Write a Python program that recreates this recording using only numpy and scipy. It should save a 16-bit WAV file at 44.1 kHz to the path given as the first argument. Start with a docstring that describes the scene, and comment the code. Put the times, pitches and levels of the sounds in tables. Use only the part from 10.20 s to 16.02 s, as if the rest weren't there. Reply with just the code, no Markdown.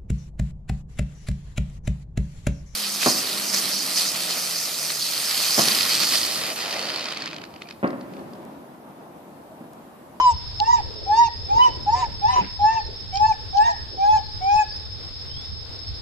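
"""Baby monkey cooing among rocks

A baby monkey on a rock coos eleven times: vocal folds as sine oscillators on arches of pitch, near pure.
In some calls a second oscillator and noise break the tone into a rasp.
Delayed copies off rock and wall make each glide swell and dip; a diffuse noise tail rings briefly.
Behind: narrow-band noise for shrill insects, gliding sines for faint chirps, dull noise for a low rumble.
Close by: a few dry ticks of crackle through short modes, and soft scuffs of swelling noise."""
import sys
import numpy as np
from scipy import signal
from scipy.fft import rfft, irfft
from scipy.io import wavfile

SR = 44100
rng = np.random.default_rng(int(sys.argv[2]) if len(sys.argv) > 2 else 0)


def digitize_waveform(pressure):
    """Quantize a signal to 16-bit integers and store it at the path in sys.argv[1].

    Rows of a 2-D input are taken as channels; values are limited to [-1, 1].
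    """
    field = np.atleast_2d(pressure).T
    bounded = np.clip(field, -1, 1)
    quanta = np.round(bounded * 32767).astype(np.int16)
    wavfile.write(sys.argv[1], SR, quanta)


N = 256617
TIME = np.arange(N) / SR
FREQS = np.maximum(np.fft.rfftfreq(N, 1 / SR), 1)


def undb(db):
    """Decibels to gain."""
    return 10 ** (np.asarray(db) / 20)


def unit(x):
    """Scale to rms 1."""
    return x / np.sqrt(np.mean(x ** 2))


def colour(points, hz):
    """Gain at the given frequencies of a (Hz, dB) spectrum, interpolated over log frequency."""
    points_hz, points_db = np.transpose(points)
    return undb(np.interp(np.log(hz), np.log(points_hz), points_db))


def band(centre_hz, width_hz):
    """Gain of a resonance with steep skirts, half at about width_hz / 2 off centre."""
    return 1 / (1 + ((FREQS ** 2 - centre_hz ** 2) / (FREQS * width_hz)) ** 2)


def noise(gain, likeness=0):
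    """Left and right noise of rms about 1 with the given spectrum and correlation."""
    white = rng.standard_normal((2, N))
    mid, side = unit(irfft(rfft(white) * gain, N))
    likeness = np.clip(likeness, -1, 1)
    return np.sqrt((1 + likeness) / 2) * mid + np.sqrt((1 - likeness) / 2) * np.array([side, -side])


def wander(rate_hz):
    """Smooth random curve of rms 1 that moves about rate_hz times a second."""
    white = rng.standard_normal(N)
    return unit(irfft(rfft(white) / (1 + (FREQS / rate_hz) ** 4), N))


def gate(start_s, end_s, edge_s):
    """Straight ramps centred on the two times; a spell shorter than edge_s stays below 1."""
    return np.clip(np.minimum(TIME - start_s, end_s - TIME) / edge_s + .5, 0, 1)


def turn(hz):
    """Phase of an oscillator in rad, the running sum of its frequency."""
    return 2 * np.pi * np.cumsum(hz) / SR


def delay(x, delay_s):
    """The sound delay_s later (earlier if negative), to the nearest sample."""
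    first = SR - round(delay_s * SR)
    return np.pad(x, SR)[first:first + N]


# Spectrum of the forest air. Each row: frequency in Hz, relative density in dB.
AIR_SPECTRUM = [(20, -16), (50, -10.5), (85, -5), (115, -12), (165, -17.5), (300, -14), (450, -23),
                (700, -18.5), (1400, -24), (2600, -27), (5000, -29.5), (6300, -39), (8000, -40.5),
                (10000, -49.5), (15500, -49.5)]


def forest(rumble_db=-38, air_db=-49, swell_db=3.0, stir_hz=450, stir_width_hz=170, stir_db=-54):
    """Shaped noise: a low distant rumble, soft air that swells a little, a hollow stirring in it."""
    spectrum = colour(AIR_SPECTRUM, FREQS)
    low = 1 / (1 + (FREQS / 160) ** 4)
    rumble = noise(spectrum * low, .22) * undb(swell_db * wander(10))
    stir = noise(band(stir_hz, stir_width_hz), .1) * undb(2.2 * wander(7))
    air = noise(spectrum * (1 - low), .12) * undb(1.3 * wander(6))
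    return undb(rumble_db) * rumble + undb(stir_db) * stir + undb(air_db) * air


# Spectrum of the massed insects. Each row: frequency in Hz, relative density in dB.
CHORUS_SPECTRUM = [(2600, -16), (3100, -9.5), (3300, -6.5), (3650, 3), (4150, -4), (4700, 5.5), (4950, 3.5),
                   (5300, 3.5), (5480, -44), (5700, -47.5)]


def insects(chorus_db=-43, throb_db=1.5):
    """Two close narrow noise bands throb together over the hiss of many other insects."""
    high_line = undb(-40.0) * noise(band(5255, 60))
    low_line = undb(-44) * noise(band(5175, 90))
    chorus = undb(chorus_db + .6 * wander(6)) * noise(colour(CHORUS_SPECTRUM, FREQS))
    return (high_line + low_line) * undb(throb_db * wander(25)) + chorus


# Faint high chirps.
# Each row: start in seconds, end in seconds, start pitch in Hz, end pitch in Hz, peak in dB before the haze.
CHIRP_GLIDES = [(1.1, 1.266, 4770, 5230, -35.5), (2.57, 2.694, 4650, 4040, -39),
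                (4.01, 4.108, 4450, 4040, -40), (4.05, 4.207, 4760, 5020, -37),
                (4.48, 4.627, 4580, 5100, -35), (5.08, 5.297, 2915, 3790, -43.5),
                (5.66, 5.82, 4400, 4160, -45.5)]


def chirps():
    """Distant whistles, sines gliding straight in pitch, blurred by the trees."""
    haze = .4 + .9 * noise(1 / (1 + (FREQS / 70) ** 2))
    out = 0
    for start_s, end_s, from_hz, to_hz, level_db in CHIRP_GLIDES:
        along = np.clip((TIME - start_s) / (end_s - start_s), 0, 1)
        phase = turn(from_hz + (to_hz - from_hz) * along) + rng.uniform(0, np.pi, (2, 1))
        swell = np.sqrt(4 * along * (1 - along))
        out = out + undb(level_db) * swell * np.sin(phase)
    return haze * out


# Soft scuffs and low swells.
# Each row: middle in seconds, length between 1/e points in seconds, centre in Hz, width in Hz,
# level at the middle in dB before the grain.
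SCUFF_SWELLS = [(0.816, 0.5, 420, 251, -43.5), (1.458, 0.4, 450, 486, -42), (1.594, 0.32, 300, 149.6, -45),
                (1.809, 0.22, 450, 358.7, -42), (1.799, 1, 92, 49.46, -38.5),
                (2.195, 0.078, 450, 398.6, -36), (2.233, 0.067, 210, 129, -32),
                (2.22, 0.16, 2000, 2310, -43), (2.704, 0.1, 420, 196.2, -41.5),
                (3.754, 0.073, 400, 248.2, -41.5), (4.736, 0.48, 75, 45, -41.5)]


def scuffs(grain_db=3, soft_hz=4500):
    """Uneven swells of dull noise: short scuffs and longer, deeper surges."""
    grain = undb(grain_db * wander(120))
    soft = 1 / (1 + (FREQS / soft_hz) ** 6)
    out = 0
    for middle_s, length_s, centre_hz, width_hz, level_db in SCUFF_SWELLS:
        swell = np.exp(-(2 * (TIME - middle_s) / length_s) ** 2)
        out = out + undb(level_db) * swell * noise(soft * band(centre_hz, width_hz), 0.18)
    return grain * out


# Dry ticks. 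Each row: start in seconds, peak in dB, decay time of the crackle in seconds.
TICK_EVENTS = [(0.401, -8.5, 0.00092), (2.956, -18.5, .003), (2.972, -16, 0.0037), (3.371, -19, 0.0043),
               (3.381, -24, 0.0053)]
# Modes a tick rings. Each row: frequency in Hz, width in Hz, level in dB before the bandpass.
TICK_RESONANCES = [(3120, 560, -6.5), (4550, 360, 0.5), (5100, 300, -11.5), (8500, 900, -27)]


def ticks(low_hz=2600, high_hz=7000):
    """Each tick is a click and a tiny decaying crackle that ring a few short damped modes."""
    t = TIME[:SR // 20]
    ring = 0
    for hz, width_hz, level_db in TICK_RESONANCES:
        ring = ring + undb(level_db) * np.exp(-np.pi * width_hz * t) * np.sin(2 * np.pi * hz * t)
    ring = signal.sosfilt(signal.butter(4, [low_hz, high_hz], "bandpass", fs=SR, output="sos"), ring)
    out = np.zeros((2, N))
    for start_s, peak_db, decay_s in TICK_EVENTS:
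        crackle = 0.48 * rng.standard_normal((2, len(t))) * np.exp(-t / decay_s)
        crackle[:, 0] += 1
        tick = signal.fftconvolve(crackle, ring[None], axes=1)[:, :len(t)]
        i = int(start_s * SR)
        out[:, i:i + len(t)] += undb(peak_db) * tick / np.abs(tick).max()
    return out


# Colour of the diffuse ring. Each row: frequency in Hz, relative level in dB.
RING_SPECTRUM = [(600, -4.5), (860, 2), (1020, -2), (1500, 1), (1700, 17), (2100, 8), (2700, 7.5), (9000, -20)]


def rocks(x, wet_db=-21.5, t60_s=1.0, slap_s=0.076, slap_width_s=0.04, slap_db=2):
    """A thin noise tail off stone and trees, unrelated left and right, with a blurred slap from farther off."""
    onset = np.clip((TIME - .025) / 0.057, 0, 1)
    decay = undb(-60 * TIME / t60_s)
    slap = undb(slap_db) * np.exp(-((TIME - slap_s) / slap_width_s) ** 2)
    tail = (noise(colour(RING_SPECTRUM, FREQS)) * (onset * decay + slap))[:, :SR]
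    tail = tail / np.sqrt(np.sum(tail ** 2))
    return undb(wet_db) * signal.fftconvolve(x, tail, axes=1)[:, :N]


# The coos, each one arch of pitch before its final drop.
# Each row: start in seconds, top in seconds, end in seconds, start pitch in Hz, top pitch in Hz, end pitch in Hz,
# fundamental at the top in dB before FUNDAMENTAL_DB, its swell on the way up in dB, release in seconds.
COO_ARCHES = [(-0.12, 0.019, 0.135, 841, 1018, 910, -14.7, 22, 0.07),
              (0.392, 0.526, 0.61, 811, 970, 827, -14.6, 8, 0.064),
              (0.86, 1.015, 1.09, 761, 950, 868, -13.4, 15, 0.07),
              (1.28, 1.43, 1.505, 748, 1005, 890, -13.2, 15, 0.058),
              (1.66, 1.79, 1.865, 780, 1005, 890, -17.7, 4, 0.037),
              (2.013, 2.132, 2.225, 777, 959, 860, -15.1, 11, 0.062),
              (2.39, 2.545, 2.61, 795, 910, 842, -18.3, 1, 0.06),
              (2.92, 3.078, 3.15, 746, 885, 778, -14.4, 22, 0.07),
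              (3.328, 3.49, 3.535, 780, 899, 793, -17.0, 2, 0.07),
              (3.768, 3.943, 3.995, 747, 868, 771, -15.9, 17, 0.06),
              (4.203, 4.391, 4.445, 730, 858, 815, -13.9, 18, 0.041)]
RISE_BEND, FALL_BEND = 1.3, 1.7  # powers that round the two flanks of the arch
ATTACK_S, OVERTONE_RELEASE_S = .02, 0.024
DROP_HZ, DROP_S = 70, .012  # the pitch slips as each coo gives out


def coo(arch, mouth):
    """Pitch and effort climb to the top, then pitch sags. Rows: s, Hz, tone gain, overtone gain, lifts in dB."""
    start_s, top_s, end_s, start_hz, top_hz, end_hz, tone_db, tone_swell_db, release_s = arch
    over_db, over_swell_db, *lifts_db = mouth
    t = np.linspace(start_s, end_s, 256)
    rise = np.clip((top_s - t) / (top_s - start_s), 0, 1)  # 1 at the start, 0 from the top on
    fall = np.clip((t - top_s) / (end_s - top_s), 0, 1)
    hz = top_hz - (top_hz - start_hz) * rise ** RISE_BEND - (top_hz - end_hz) * fall ** FALL_BEND
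    hz = hz - DROP_HZ * np.exp((t - end_s) / DROP_S)
    attack = np.clip((t - start_s) / ATTACK_S, 0, 1)
    tone_release = np.clip((end_s - t) / release_s, 0, 1)
    over_release = np.clip((end_s - t) / OVERTONE_RELEASE_S, 0, 1)
    tone_gain = undb(tone_db - tone_swell_db * rise ** 2) * attack * tone_release
    over_gain = undb(over_db - over_swell_db * rise ** 2) * attack * over_release
    return np.column_stack([t, hz, tone_gain, over_gain, np.tile(lifts_db, (len(t), 1))])


def curves(rows):
    """The columns of a (s, value, ..) table at every sample."""
    times_s, *columns = np.transpose(rows)
    return [np.interp(TIME, times_s, column) for column in columns]


# Mouth of each coo in turn. Each row: overtones at the top in dB, their swell on the way up in dB,
# lift of the second harmonic in dB, lift of the third in dB, lift of the sixth and higher in dB.
MOUTH_SHAPES = [(-31.5, 31, -11, -3.5, 1), (-33.5, 24, 0.5, -6, 2), (-29.5, 30, -5.5, -10, -1.5),
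                (-31, 33, -3.5, -1, 1.5), (-35.5, 19.5, 8, -1.5, 2.5), (-33.5, 23.5, 1, 1, -1),
                (-36.5, 11, 1, -3.5, -1.5), (-40.5, 3.5, 5, -1.5, -1.5), (-38.5, 15.5, 10, -0.5, 2.5),
                (-36.5, 17, 4, -1.5, -0.5), (-37.5, 21, 6.5, 3, 2.5)]
# Colour of the overtones. Each row: frequency in Hz, relative level in dB.
THROAT_SPECTRUM = [(1400, -27.5), (1610, -11), (1690, -6.5), (1880, -6), (2050, -5), (2250, -0.5),
                   (2430, -0.5), (2560, -8), (2680, -2.5), (2820, -11.5), (2970, -3.5), (3350, -18.5),
                   (3850, -11.5), (5450, -12), (5950, -17.5), (6650, -15), (7250, -25), (8500, -30),
                   (9300, -58)]
# Where the voice breaks; short spells do not reach full depth.
# Each row: start in seconds, end in seconds, second oscillator in Hz, its depth 0-1, rasp 0-1, pitch jump in Hz.
VOICE_BREAKS = [(0.567, 0.624, 761, 0.02, 0.28, -4), (1.079, 1.077, 761.6, 0.6, 0.21, 2),
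                (1.413, 1.498, 736, 0.03, 0.16, 2.5), (1.75, 1.824, 734, 0.58, 0.42, 39.5),
                (1.835, 1.853, 770, 0.2, 1, -1.5), (2.082, 2.146, 781, 0.33, 0.23, 65.5),
                (2.147, 2.214, 716, 0.15, .4, 55.5), (2.517, 2.596, 712, 0.04, 0.18, 1.5),
                (3.126, 3.188, 754.4, 0.67, 0.5, -1.5), (3.432, 3.466, 711, 0.09, 0.04, 47),
                (3.472, 3.504, 671, 0.3, 0.46, 60.5)]
FUNDAMENTAL_DB = 0.61
BREAK_DUCK_DB = 15.5  # tone lost per unit depth of the second oscillator
HISS_DB, RASP_DB = -16, -3  # turbulence always present, and added by full rasp
PATCHY_DB = 5.5


def monkey():
    """Vocal folds sing a strong fundamental and weak overtones; in a break a second oscillator beats with them."""
    arches = np.vstack([coo(*rows) for rows in zip(COO_ARCHES, MOUTH_SHAPES)])
    hz, tone_gain, over_gain, second_db, third_db, bright_db = curves(arches)
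    spells = np.array([gate(row[0], row[1], 0.013) for row in VOICE_BREAKS])
    depth, rasp, jump_hz = np.transpose(VOICE_BREAKS)[3:] @ spells
    hz = hz + jump_hz
    middles_s = [(row[0] + row[1]) / 2 for row in VOICE_BREAKS]
    second_hz = np.interp(TIME, middles_s, [row[2] for row in VOICE_BREAKS])
    # in a rasp the cycles stumble in length and size
    stumble = 0.031 * rasp * wander(350)
    shimmer = 1 + 0.17 * rasp * wander(320)
    folds = turn(hz * (1 + 0.0051 * wander(140) + stumble))
    second = turn(second_hz * (1 + 0.0083 * wander(220)))
    tone = (np.sin(folds) + depth * np.sin(second)) * undb(FUNDAMENTAL_DB - BREAK_DUCK_DB * depth)
    # the two oscillators mix: sum tones fill the gap below each overtone
    shares = [1 - depth / 2, 2.5 * depth, 1.7 * depth]
    overtones = 0
    for k in range(2, 12):
        # rough stone scatters the overtones: each flickers on its own and shifts in phase between microphones
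        patches_db = PATCHY_DB * wander(16)
        ears = .9 * wander(8) * np.array([[1], [-1]])
        gain = undb(patches_db + second_db * (k == 2) + third_db * (k == 3) + bright_db * (k > 5))
        for m, share in enumerate(shares):
            phase = (k - m) * folds + m * second + rng.uniform(0, 2 * np.pi) + ears
            throat = colour(THROAT_SPECTRUM, (k - m) * hz + m * second_hz)
            overtones = overtones + share * throat * np.sin(phase) * gain
    # turbulence at the folds pulses once a cycle, through the same throat
    highpass = FREQS ** 2 / (FREQS ** 2 + 1200 ** 2)
    air = noise(colour(THROAT_SPECTRUM, FREQS) * highpass) * (1 + 0.33 * np.cos(folds))
    air = air * (undb(HISS_DB) + undb(RASP_DB) * rasp)
    # the harder the rasp, the more of the overtones gives way to noise
    clear = np.clip(1 - rasp, 0, 1)
    fundamental = shimmer * np.sqrt(2) * tone_gain * tone
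    return fundamental, shimmer * over_gain * (np.sqrt(2) * clear * overtones + air)


# Way from mouth to microphones for each coo in turn; it shifts as the monkey moves.
# Each row: lead of the left microphone in seconds, rock echo gain 0-1, its delay left in seconds,
# right in seconds, wall echo gain 0-1, its delay left in seconds, right in seconds.
ECHO_PATHS = [(-0.00015, 0.9, 0.00324, 0.00632, 0.32, 0.01648, 0.01221),
              (0.00036, 0.9, 0.00388, 0.00607, 0.28, 0.01612, 0.02346),
              (0.00013, 0.68, 0.00722, 0.0095, 0.27, 0.01957, 0.02708),
              (-0.0006, 0.65, 0.00838, 0.00726, 0.35, 0.01211, 0.0172),
              (-0.00014, 0.62, 0.00841, 0.00623, 0.33, 0.012, 0.0108),
              (0.00033, 0.9, 0.00941, 0.00836, 0.49, 0.01438, 0.01445),
              (0.00018, 0.9, 0.00822, 0.00938, 0.43, 0.0335, 0.02252),
              (0.00023, 0.69, 0.00964, 0.0051, 0.6, 0.01292, 0.01171),
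              (0.00045, 0.9, 0.00823, 0.01041, 0.6, 0.01682, 0.01906),
              (-0.00042, 0.9, 0.00495, 0.00623, 0.6, 0.03125, 0.01778),
              (0.00025, 0.39, 0.00743, 0.00649, 0.14, 0.01554, 0.02928)]


def rock_face(voice):
    """Direct sound plus echoes off rock and wall: as pitch glides they swell and cancel, unlike left and right."""
    out = np.zeros((2, N))
    for (start_s, _, end_s, *_), path in zip(COO_ARCHES, ECHO_PATHS):
        lead_s, rock, rock_left_s, rock_right_s, wall, wall_left_s, wall_right_s = path
        call = voice * ((TIME >= start_s) & (TIME <= end_s))
        echoes_s = [(rock_left_s, wall_left_s), (rock_right_s, wall_right_s)]
        for side, (rock_s, wall_s) in enumerate(echoes_s):
            direct = delay(call, lead_s * (side - .5))
            out[side] += direct + rock * delay(direct, rock_s) + wall * delay(direct, wall_s)
    return out


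# Brief dips of the fundamental. Each row: middle in seconds, half width at 1/e in seconds, depth in dB.
FUNDAMENTAL_DIPS = [(0.453, 0.012, 10.5), (0.522, 0.0056, 21), (1.389, 0.0037, 16.5), (1.716, 0.0085, 2),
                    (2.991, 0.011, 6.5), (3.073, 0.0031, 21), (3.131, 0.0056, 14), (3.342, 0.0059, 7.5)]


def dips():
    """Gain of the brief dips, bell-shaped in dB."""
    return undb(-sum(depth_db * np.exp(-((TIME - middle_s) / half_width_s) ** 2)
                     for middle_s, half_width_s, depth_db in FUNDAMENTAL_DIPS))


def scene():
    """The monkey and the small close sounds, with their ring, in front of the forest."""
    fundamental, overtones = monkey()
    voice = rock_face(fundamental) * dips() + overtones
    near = voice + ticks() + scuffs()
    return near + rocks(near) + chirps() + insects() + forest()


def record(dry, top_hz=15750):
    """The recorder cuts the top with a steep elliptic lowpass."""
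    return signal.sosfilt(signal.ellip(8, .2, 70, top_hz, fs=SR, output="sos"), dry)


dry = scene()
out = record(dry)
digitize_waveform(out)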